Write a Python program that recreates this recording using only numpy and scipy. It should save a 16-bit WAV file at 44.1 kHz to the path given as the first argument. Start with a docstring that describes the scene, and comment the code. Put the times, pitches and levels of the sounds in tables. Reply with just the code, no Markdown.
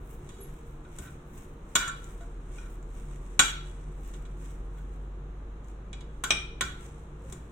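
"""A spoon clinks and drags on a china plate while wet salad leaves rustle with each stroke of it.
Decaying sine modes make the ringing steel and china, noise bursts the cracks of contact, and swarms
of tiny clicks the leaves; spoon and stalks tick and steel squeaks once on the glaze. A small tiled kitchen
echoes all of these. The plate thuds and rubs on its cloth-covered counter, without echo, over rumble, a low
hum and a far drone that sags a little in pitch and then slowly climbs."""
import sys
import numpy as np
from scipy import signal
from scipy.fft import rfft, irfft, next_fast_len
from scipy.io import wavfile
from scipy.ndimage import uniform_filter1d

SR = 44100
rng = np.random.default_rng(int(sys.argv[2]) if len(sys.argv) > 2 else 0)


def digitize_waveform(pressure):
    """Quantize a signal to 16-bit integers and store it at the path in sys.argv[1].

    Rows of a 2-D input are taken as channels; values are limited to [-1, 1].
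    """
    field = np.atleast_2d(pressure).T
    bounded = np.clip(field, -1, 1)
    quanta = np.round(bounded * 32767).astype(np.int16)
    wavfile.write(sys.argv[1], SR, quanta)


N = 331191
TIME = np.arange(N) / SR
# time axis of every single ring, burst or echo: half a second
RING = TIME[:SR // 2]

# plate resonances, damped by the salad: f/Hz, level/dB, t60/s, left minus right/dB
PLATE_MODES = [(1008, -21, .06, 0), (1131, -16, .08, 3), (1358, 0, .09, 2), (1410, -6, .05, 0),
               (1466, -1, .09, 2), (1541, -5.5, .08, 1), (1800, -10, .06, 1), (1920, -15, .05, 2),
               (2240, -10, .1, 2), (2375, -8, .08, 4), (2944, -5, .08, -7), (3360, -2.5, .055, -9),
               (3735, -5, .06, -1), (3880, -7.5, .05, -5), (4110, -12, .06, -4), (4700, -15, .09, 0),
               (5700, -9, .08, 1), (6420, -7, .04, 6), (6610, -9, .05, 7), (6790, -6.5, .07, 8),
               (6900, -6, .06, 8), (7434, -6.5, .08, 8), (8030, -9, .05, -2), (8180, -6, .08, -2),
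               (8400, -14, .05, 0), (9250, -17, .06, 1), (9780, -20, .06, 0), (10150, -19, .07, 0),
               (11350, -25, .08, 0), (13650, -23, .06, 6), (14650, -16.5, .08, 3), (15450, -26, .05, 4)]


def clinks(crack_db=-9, bounce_db=-6, count=3):
    """Each contact rings plate and spoon and gives a dry crack, repeated as the spoon chatters."""
    # spoon resonances: f/Hz, level/dB, t60/s, left minus right/dB
    spoon_modes = [(2414, -5.5, 0.032, 13.5), (2405, -4, 0.081, 1.5), (2360, -12, .05, 5.5),
                   (2463, -8.5, .11, 3), (3076, -12.5, 0.081, -5.5), (3240, -12.5, 0.035, -7.5),
                   (3710, -11.5, 0.04, 1), (5460, -19, 0.092, 9), (5720, -14.5, 0.058, 9),
                   (5750, -19.5, .09, 4.5), (5911, -14, .1, 5.5), (8220, -14, .06, -2.5),
                   (10100, -26, 0.058, 3.5), (10700, -22.5, .08, 0.5), (13650, -29, .06, 10.5),
                   (14480, -26.5, .06, 5.5)]
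    # spoon meets plate: t/s, level/dB, deep plate ring/dB, plate treble/dB, top octave/dB,
    # spoon ring/dB, contact crack/dB, chatter interval/s
    contacts = [(0.291, -54, -16, -5, -3, -6, 10, .0028), (0.849, -64, 15, -18, -8, 2, 0, .003),
                (0.9851, -55, 7.5, 9, -8, -16, 13, 0.0011), (1.0733, -56, 12.5, -14, -2, 2, -4, .003),
                (1.752, -42, -5, 21, 3, -17, -7, .0017), (1.755, -17, -2, -1.5, -2, -37, 5, 0.0032),
                (1.878, -43, 7.5, 8, -19, -23, 4, .0009), (2.583, -58, 13, -9, -2.5, 12, -3, .004),
                (3.393, -12, -0.5, 0.5, -5.5, -12, 5.5, 0.002), (4.138, -57, 3, 2, -10, -6.5, 14, 0.0032),
                (4.252, -55, 3, -4, -16.5, -8, 1, 0.0016), (5.930, -42, -11, -10.5, -27, -4, 5.5, 0.0012),
                (6.008, -50.5, -15.5, -10, -13, -19.5, 6.5, .0021),
                (6.238, -30.5, 7.5, 2, 0, -24.5, 10, 0.0051),
                (6.3056, -21.5, -8.5, -12, -15, 9, 9.5, 0.0013), (6.323, -35, -9, -18, -10, 6, 5, 0.0024),
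                (6.609, -26.5, 5, -1, -3, -25, 10, .003), (7.3237, -53, 0.5, 8.5, -14, -23.5, 14, 0.00056)]
    out = np.zeros((2, N))
    for s, db, deep_db, treble_db, top_db, spoon_db, contact_db, chatter_s in contacts:
        plate = ring(PLATE_MODES, deep_db, treble_db, build_cycles=7.7)
        spoon = ring(spoon_modes, 0, 0, build_cycles=1.0)
        sound = plate + undb(spoon_db) * spoon
        for bounce in range(count):
            bounce_gain = undb(contact_db + crack_db + bounce * bounce_db)
            add(sound, bounce * chatter_s, bounce_gain * crack())
        # leaves under the spoon cushion most blows and take off the top octave
        cushioned = colour(sound, [(8700, 0), (12000, top_db)])
        add(out, s, undb(db) * cushioned)
    return out


def ring(modes, deep_db, treble_db, build_cycles):
    """Struck-body modes build up over some cycles and decay; the contact place weights deep and high ones."""
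    out = 0
    for hz, db, t60, pan_db in modes:
        db = db + np.interp(hz, [1550, 2200, 4100, 6400], [deep_db, 0, 0, treble_db])
        build = 1 - np.exp(-RING * hz / build_cycles)
        # short waves reach the two microphones out of step
        out_of_step = rng.uniform(-.5, .5, (2, 1)) * min(hz / 5000, 1) ** 2
        phase = 2 * np.pi * (rng.random() + out_of_step)
        # every strike detunes each mode by about 0.1 %
        detuned_hz = hz * (1 + .001 * rng.standard_normal())
        wave = np.sin(2 * np.pi * detuned_hz * RING + phase)
        left_right_db = db + np.array([[pan_db], [-pan_db]]) / 2
        out = out + undb(left_right_db) * fade(t60) * build * wave
    return out


def crack(low_t60=0.074, high_t60=0.018, high_db=0, impact_db=5, impact_t60=0.0045):
    """Dry noise of a contact: a hard instant of impact, then a short burst whose treble dies first."""
    # spectrum of the contact noise: f/Hz, relative level/dB
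    crack_spectrum = [(100, -13), (300, -0.5), (600, -7.5), (850, -2.5), (1150, 3.5), (2000, -0.5),
                      (2650, -4), (3600, 3.5), (4400, -9.5), (5000, -13), (5600, -2.5), (7400, 2.5),
                      (9500, -10), (12000, -14), (15500, -14), (17000, -34)]
    low, high = split(unit(colour(diffuse(len(RING)), crack_spectrum)), hz=4070)
    low_burst = low * fade(low_t60)
    high_burst = undb(high_db) * high * fade(high_t60)
    impact = undb(impact_db) * (low + high) * fade(impact_t60)
    return low_burst + high_burst + impact


def drags(slips_per_s=700, grit_db=-4, grit_t60=0.028, grit_hz=1700):
    """Uneven slips of steel on glaze keep the plate ringing, mostly in its deep modes, with a gritty rasp."""
    # the spoon drags on the glaze: start t/s, length/s, level/dB, ring above the deep modes/dB
    drag_strokes = [(.24, 0.26, -55, 3), (1.008, .075, -43.5, -19), (1.785, 0.072, -22.5, -12.5),
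                    (1.852, .05, -27, -12.5), (2.198, 0.028, -48, -12), (2.596, 0.085, -49.5, -8.5),
                    (3.418, .09, -33, 3.5), (4.75, 0.069, -53.5, -11.5), (6.661, .055, -39.5, -9),
                    (7.33, .078, -61.5, -3)]
    out = np.zeros((2, N))
    for s, length, db, treble_db in drag_strokes:
        n = int(length * SR)
        slips = (rng.random(n) < slips_per_s / SR) * rng.standard_normal(n)
        slips = slips * signal.windows.tukey(n, .5)
        slips /= np.sqrt(np.sum(slips ** 2)) + 1e-9
        rasp_spectrum = [(grit_hz / 4, -30), (grit_hz, 0), (grit_hz * 2, -22), (grit_hz * 6, -45)]
        rasp = colour(diffuse(len(RING), alike_hz=2000), rasp_spectrum)
        grit = unit(rasp) * fade(grit_t60)
        # the deep boost cancels the treble gain, so the deepest modes keep their level
        plate = undb(treble_db) * ring(PLATE_MODES, -treble_db, 0, build_cycles=3.6)
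        body = plate + undb(grit_db) * grit
        add(out, s, undb(db) * signal.fftconvolve(slips[None], body, axes=1))
    return out


def leaves(grains_per_s=2400, spread_db=2.5, hiss_db=-7, level_db=-3.0, sheen_db=2.5, flutter_db=1.26):
    """Wet leaves rub in small jerks: unequal tiny clicks over a soft swish; the top sparkles unevenly."""
    # spectrum of the rustle: f/Hz, relative level/dB
    leaf_spectrum = [(300, -8.5), (900, 0), (1500, 0), (2400, -0.5), (3800, -7.5), (4600, -19.5),
                     (5700, -5.5), (7200, -0.5), (8400, -0.5), (11000, -15.5), (15000, -14), (16500, -16.5)]
    # the spoon pushes through the leaves: t of the hardest push/s, level/dB, length/s, top-octave sparkle/dB
    pushes = [(0.105, -62.5, .4, 9), (.29, -59, 0.47, -4), (0.48, -60, 0.73, 2), (0.687, -65, 0.21, 11),
              (1.005, -50.5, 0.35, 2), (1.38, -54.5, 0.31, 7.5), (1.697, -61.5, 0.27, 5),
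              (2.063, -57.5, 0.99, -1), (2.565, -54, 0.4, -0.5), (2.73, -62.5, .2, 8),
              (2.972, -55.5, 0.33, 1), (3.124, -55, 0.17, -2), (3.302, -58.5, 0.48, -4),
              (3.68, -58, 0.67, -2), (4.08, -55, 0.5, 0), (4.453, -54.5, 0.37, 0.5), (4.78, -64.5, .35, 2),
              (4.94, -66, .35, 4), (5.69, -63, 0.19, -2.5), (6.15, -67.5, .4, -1.5),
              (6.84, -56, 0.53, -0.5), (7.309, -57, 0.38, 1.5), (7.5, -68.5, 0.27, 1)]
    size = undb(spread_db * np.minimum(rng.exponential(size=N), 5))
    grains = (rng.random(N) < grains_per_s / SR) * size * rng.standard_normal((2, N))
    rubbing = unit(grains) + undb(hiss_db) * diffuse(N)
    swish, sparkle = split(unit(colour(rubbing, leaf_spectrum)), hz=10700)
    # overlapping pushes add in power
    swish_power = sparkle_power = 0
    for s, db, length, sparkle_db in pushes:
        push = undb(db) * stroke(s, length)
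        swish_power = swish_power + push ** 2
        sparkle_power = sparkle_power + (push * undb(sparkle_db)) ** 2
    uneven_sparkle = sparkle * np.sqrt(sparkle_power) * undb(sheen_db * walk(12))
    rustle = swish * np.sqrt(swish_power) + uneven_sparkle
    return rustle * undb(level_db + flutter_db * walk(70))


def stroke(s, length, rise_share=0.42, depth_db=20):
    """Gain of one push: it swells to its peak at s and dies away more slowly, depth_db down at its ends."""
    before = (s - TIME) / rise_share
    after = (TIME - s) / (1 - rise_share)
    away = np.maximum(before, after) / length
    return undb(-depth_db * np.minimum(away, 10))


def snaps(t60=0.0052, edge_db=-25):
    """Short crisp ticks of spoon or leaf stalks: noise around one pitch."""
    # a tick: t/s, level/dB, f/Hz, reach to either side/octaves
    ticks = [(0.9874, -31, 7750, 1), (2.043, -37.5, 7140, 0.39), (2.828, -47, 7050, 0.48),
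             (2.946, -56, 13000, 1), (4.078, -48.5, 12140, 0.98), (5.645, -49.5, 7000, 0.43),
             (5.685, -48.5, 6940, .4), (7.3259, -31.5, 7650, 0.88)]
    out = np.zeros((2, N))
    for s, db, hz, octaves in ticks:
        reach = 2 ** octaves
        tick = colour(diffuse(len(RING)), [(hz / reach, edge_db), (hz, 0), (hz * reach, edge_db)])
        add(out, s, undb(db) * unit(tick) * fade(t60))
    return out


def squeak():
    """Very fast stick-slip of steel on wet glaze whistles for a moment: a thin gliding tone."""
    # pitch and loudness of the squeak: t/s, f/Hz, level/dB
    squeak_path = [(.395, 11700, -80), (.408, 11300, -55), (.43, 11000, -53), (.445, 11500, -54),
                   (.46, 11400, -85)]
    s, hz, db = np.transpose(squeak_path)
    tone = glide(np.interp(TIME, s, hz), np.interp(TIME, s, db), waver=0.0133)
    return tone * (TIME > s[0]) * (TIME < s[-1])


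def room(x, t60=0.47, treble_t60=0.32, tail_db=-6, early_db=-6.5, early_t60=0.029):
    """Quick reflections from counter and cupboards, then the kitchen's tail, shorter in the treble."""
    low, high = split(diffuse(len(RING)), hz=5000)
    # both parts of the echo start softly behind the direct sound
    tail = (low * fade(t60) + high * fade(treble_t60)) * (1 - fade(0.023))
    early = diffuse(len(RING), alike_hz=2000) * fade(early_t60) * (1 - fade(0.0084))
    response = (undb(tail_db) * unit(tail) + undb(early_db) * unit(early)) / np.sqrt(len(RING))
    return x + signal.fftconvolve(x, response, axes=1)[:, :N]


def bumps(rub_t60=.3):
    """The plate rocks on the cloth and thuds dully on the counter; turned, it rubs with a short note."""
    # what plate, cloth and counter thud with: f/Hz, level/dB, t60/s
    thud_modes = [(66, -1, .33), (126, -3.5, 0.21), (182, -6, 0.19), (378, -6.5, 0.11)]
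    # the plate is pushed down onto the counter: t/s, level/dB
    presses = [(.99, -36), (3.395, -40), (6.311, -35.5), (6.612, -33), (6.803, -46), (7.327, -38.5)]
    # the plate rubs dully as it is turned: t/s, f/Hz, level/dB
    turns = [(.388, 394, -43), (1.899, 1116, -45), (2.203, 686, -46.5), (7.24, 531, -48)]
    out = np.zeros((2, N))
    thud = sum(knock(*mode) for mode in thud_modes)
    for s, db in presses:
        add(out, s, undb(db) * thud)
    for s, hz, db in turns:
        add(out, s, knock(hz, db, rub_t60))
    return out


def knock(hz, db, t60, rise_s=.03):
    """A dull note: one sine with a soft start that dies away."""
    return undb(db) * np.sin(2 * np.pi * hz * RING) * fade(t60) * (1 - fade(rise_s))


def background():
    """The kitchen behind the plate: room rumble, appliance hum and a far drone."""
    return rumble() + hum() + drone()


def rumble(level_db=-45.5):
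    """Dull, steady room noise, strongest in the bass."""
    # spectrum of the room noise: f/Hz, relative level/dB
    rumble_spectrum = [(12, -14.5), (25, -1), (36, -11.5), (60, -8.5), (110, -14.5), (150, -15),
                       (240, -20.5), (340, -19.5), (470, -24.5), (650, -29.5), (1200, -29), (2000, -40.5),
                       (4000, -49), (4700, -64), (6500, -50.5), (15000, -72.5)]
    return unit(colour(diffuse(N), rumble_spectrum)) * undb(level_db)


def hum():
    """An appliance hums on a few tones that waver randomly in strength and phase."""
    # appliance hum: f/Hz, level/dB, rate of wavering that widens the tone/Hz
    hum_tones = [(145.3, -55.5, 8.9), (153.2, -60.5, 16), (359.4, -63, 16), (464.6, -64, 16)]
    out = 0
    for hz, db, width in hum_tones:
        wavering = walk(width) + 1j * walk(width)
        out = out + undb(db) * np.real(wavering * np.exp(2j * np.pi * hz * TIME))
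    return out


def drone(turn_s=2.7, low_hz=40.8, sag_hz_per_s=1.4, climb_hz_per_s=2.6):
    """A far, deep tone slows to its lowest pitch, then speeds up steadily."""
    # loudness of the drone: t/s, level/dB
    drone_level = [(0, -47), (.9, -51), (1.5, -51.5), (2.3, -40.5), (5.1, -38.5), (6, -43), (7.5, -47)]
    since = TIME - turn_s
    hz = low_hz + np.maximum(-sag_hz_per_s * since, climb_hz_per_s * since)
    return glide(hz, np.interp(TIME, *np.transpose(drone_level)), waver=0.0093)


def glide(hz, db, waver):
    """A tone that follows a pitch and a level, wavering in pitch by a share of it."""
    phase = 2 * np.pi * np.cumsum(hz * (1 + waver * walk(340))) / SR
    return np.sqrt(2) * np.sin(phase) * undb(db)


def diffuse(n, alike_hz=580):
    """Stereo noise as two close microphones hear a room: alike in the bass, unrelated above."""
    mid, side = rfft(rng.standard_normal((2, n)))
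    likeness = 1 / (1 + (np.fft.rfftfreq(n, 1 / SR) / alike_hz) ** 5)
    mid, side = mid * np.sqrt(1 + likeness), side * np.sqrt(1 - likeness)
    return irfft([mid + side, mid - side], n) / np.sqrt(2)


def colour(x, points):
    """Filter by a spectrum of (Hz, dB) points, causally (minimum phase) so that attacks stay sharp."""
    hz, db = np.transpose(points)
    n = x.shape[-1]
    size = 2 * next_fast_len(n)
    f = np.maximum(np.fft.rfftfreq(size, 1 / SR), 1)
    gain = undb(np.interp(np.log(f), np.log(hz), db))
    # folding the cepstrum onto positive times makes the filter causal
    cepstrum = irfft(np.log(gain))
    cepstrum[1:size // 2] *= 2
    cepstrum[size // 2 + 1:] = 0
    return irfft(rfft(x, size) * np.exp(rfft(cepstrum)))[..., :n]


def split(x, hz):
    """The parts of a sound below and above a frequency."""
    filters = [signal.butter(5, hz, kind, fs=SR, output="sos") for kind in ("low", "high")]
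    return [signal.sosfilt(sos, x) for sos in filters]


def walk(rate):
    """Smooth random wander with rms 1 that takes a new course rate times a second."""
    k = int(SR / rate)
    steps = np.repeat(rng.standard_normal(N // k + 1), k)
    return unit(uniform_filter1d(steps, k)[:N])


def fade(t60):
    """Exponential decay by 60 dB in t60 seconds."""
    return np.exp(-np.log(1000) * RING / t60)


def undb(db):
    """Decibels to gain."""
    return 10 ** (np.asarray(db) / 20)


def unit(x):
    """Scale to rms 1."""
    return x / np.sqrt(np.mean(x ** 2))


def add(out, s, x):
    """Mix a sound in at time s, in place."""
    rest = out[:, int(s * SR):]
    rest[:, :x.shape[-1]] += x[..., :rest.shape[1]]


def scene():
    """Spoon, plate and salad echo in the kitchen; bumps and background are added dry."""
    echoing = clinks() + drags() + leaves() + snaps() + squeak()
    return room(echoing) + bumps() + background()


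def record(dry, ceiling=.85, top_hz=16200):
    """Round off the very loudest peaks below a ceiling, then cut the top steeply."""
    rounded = dry / (1 + (dry / ceiling) ** 4) ** (1 / 4)
    return signal.sosfilt(signal.ellip(8, .2, 70, top_hz, fs=SR, output="sos"), rounded)


dry = scene()
out = record(dry)
digitize_waveform(out)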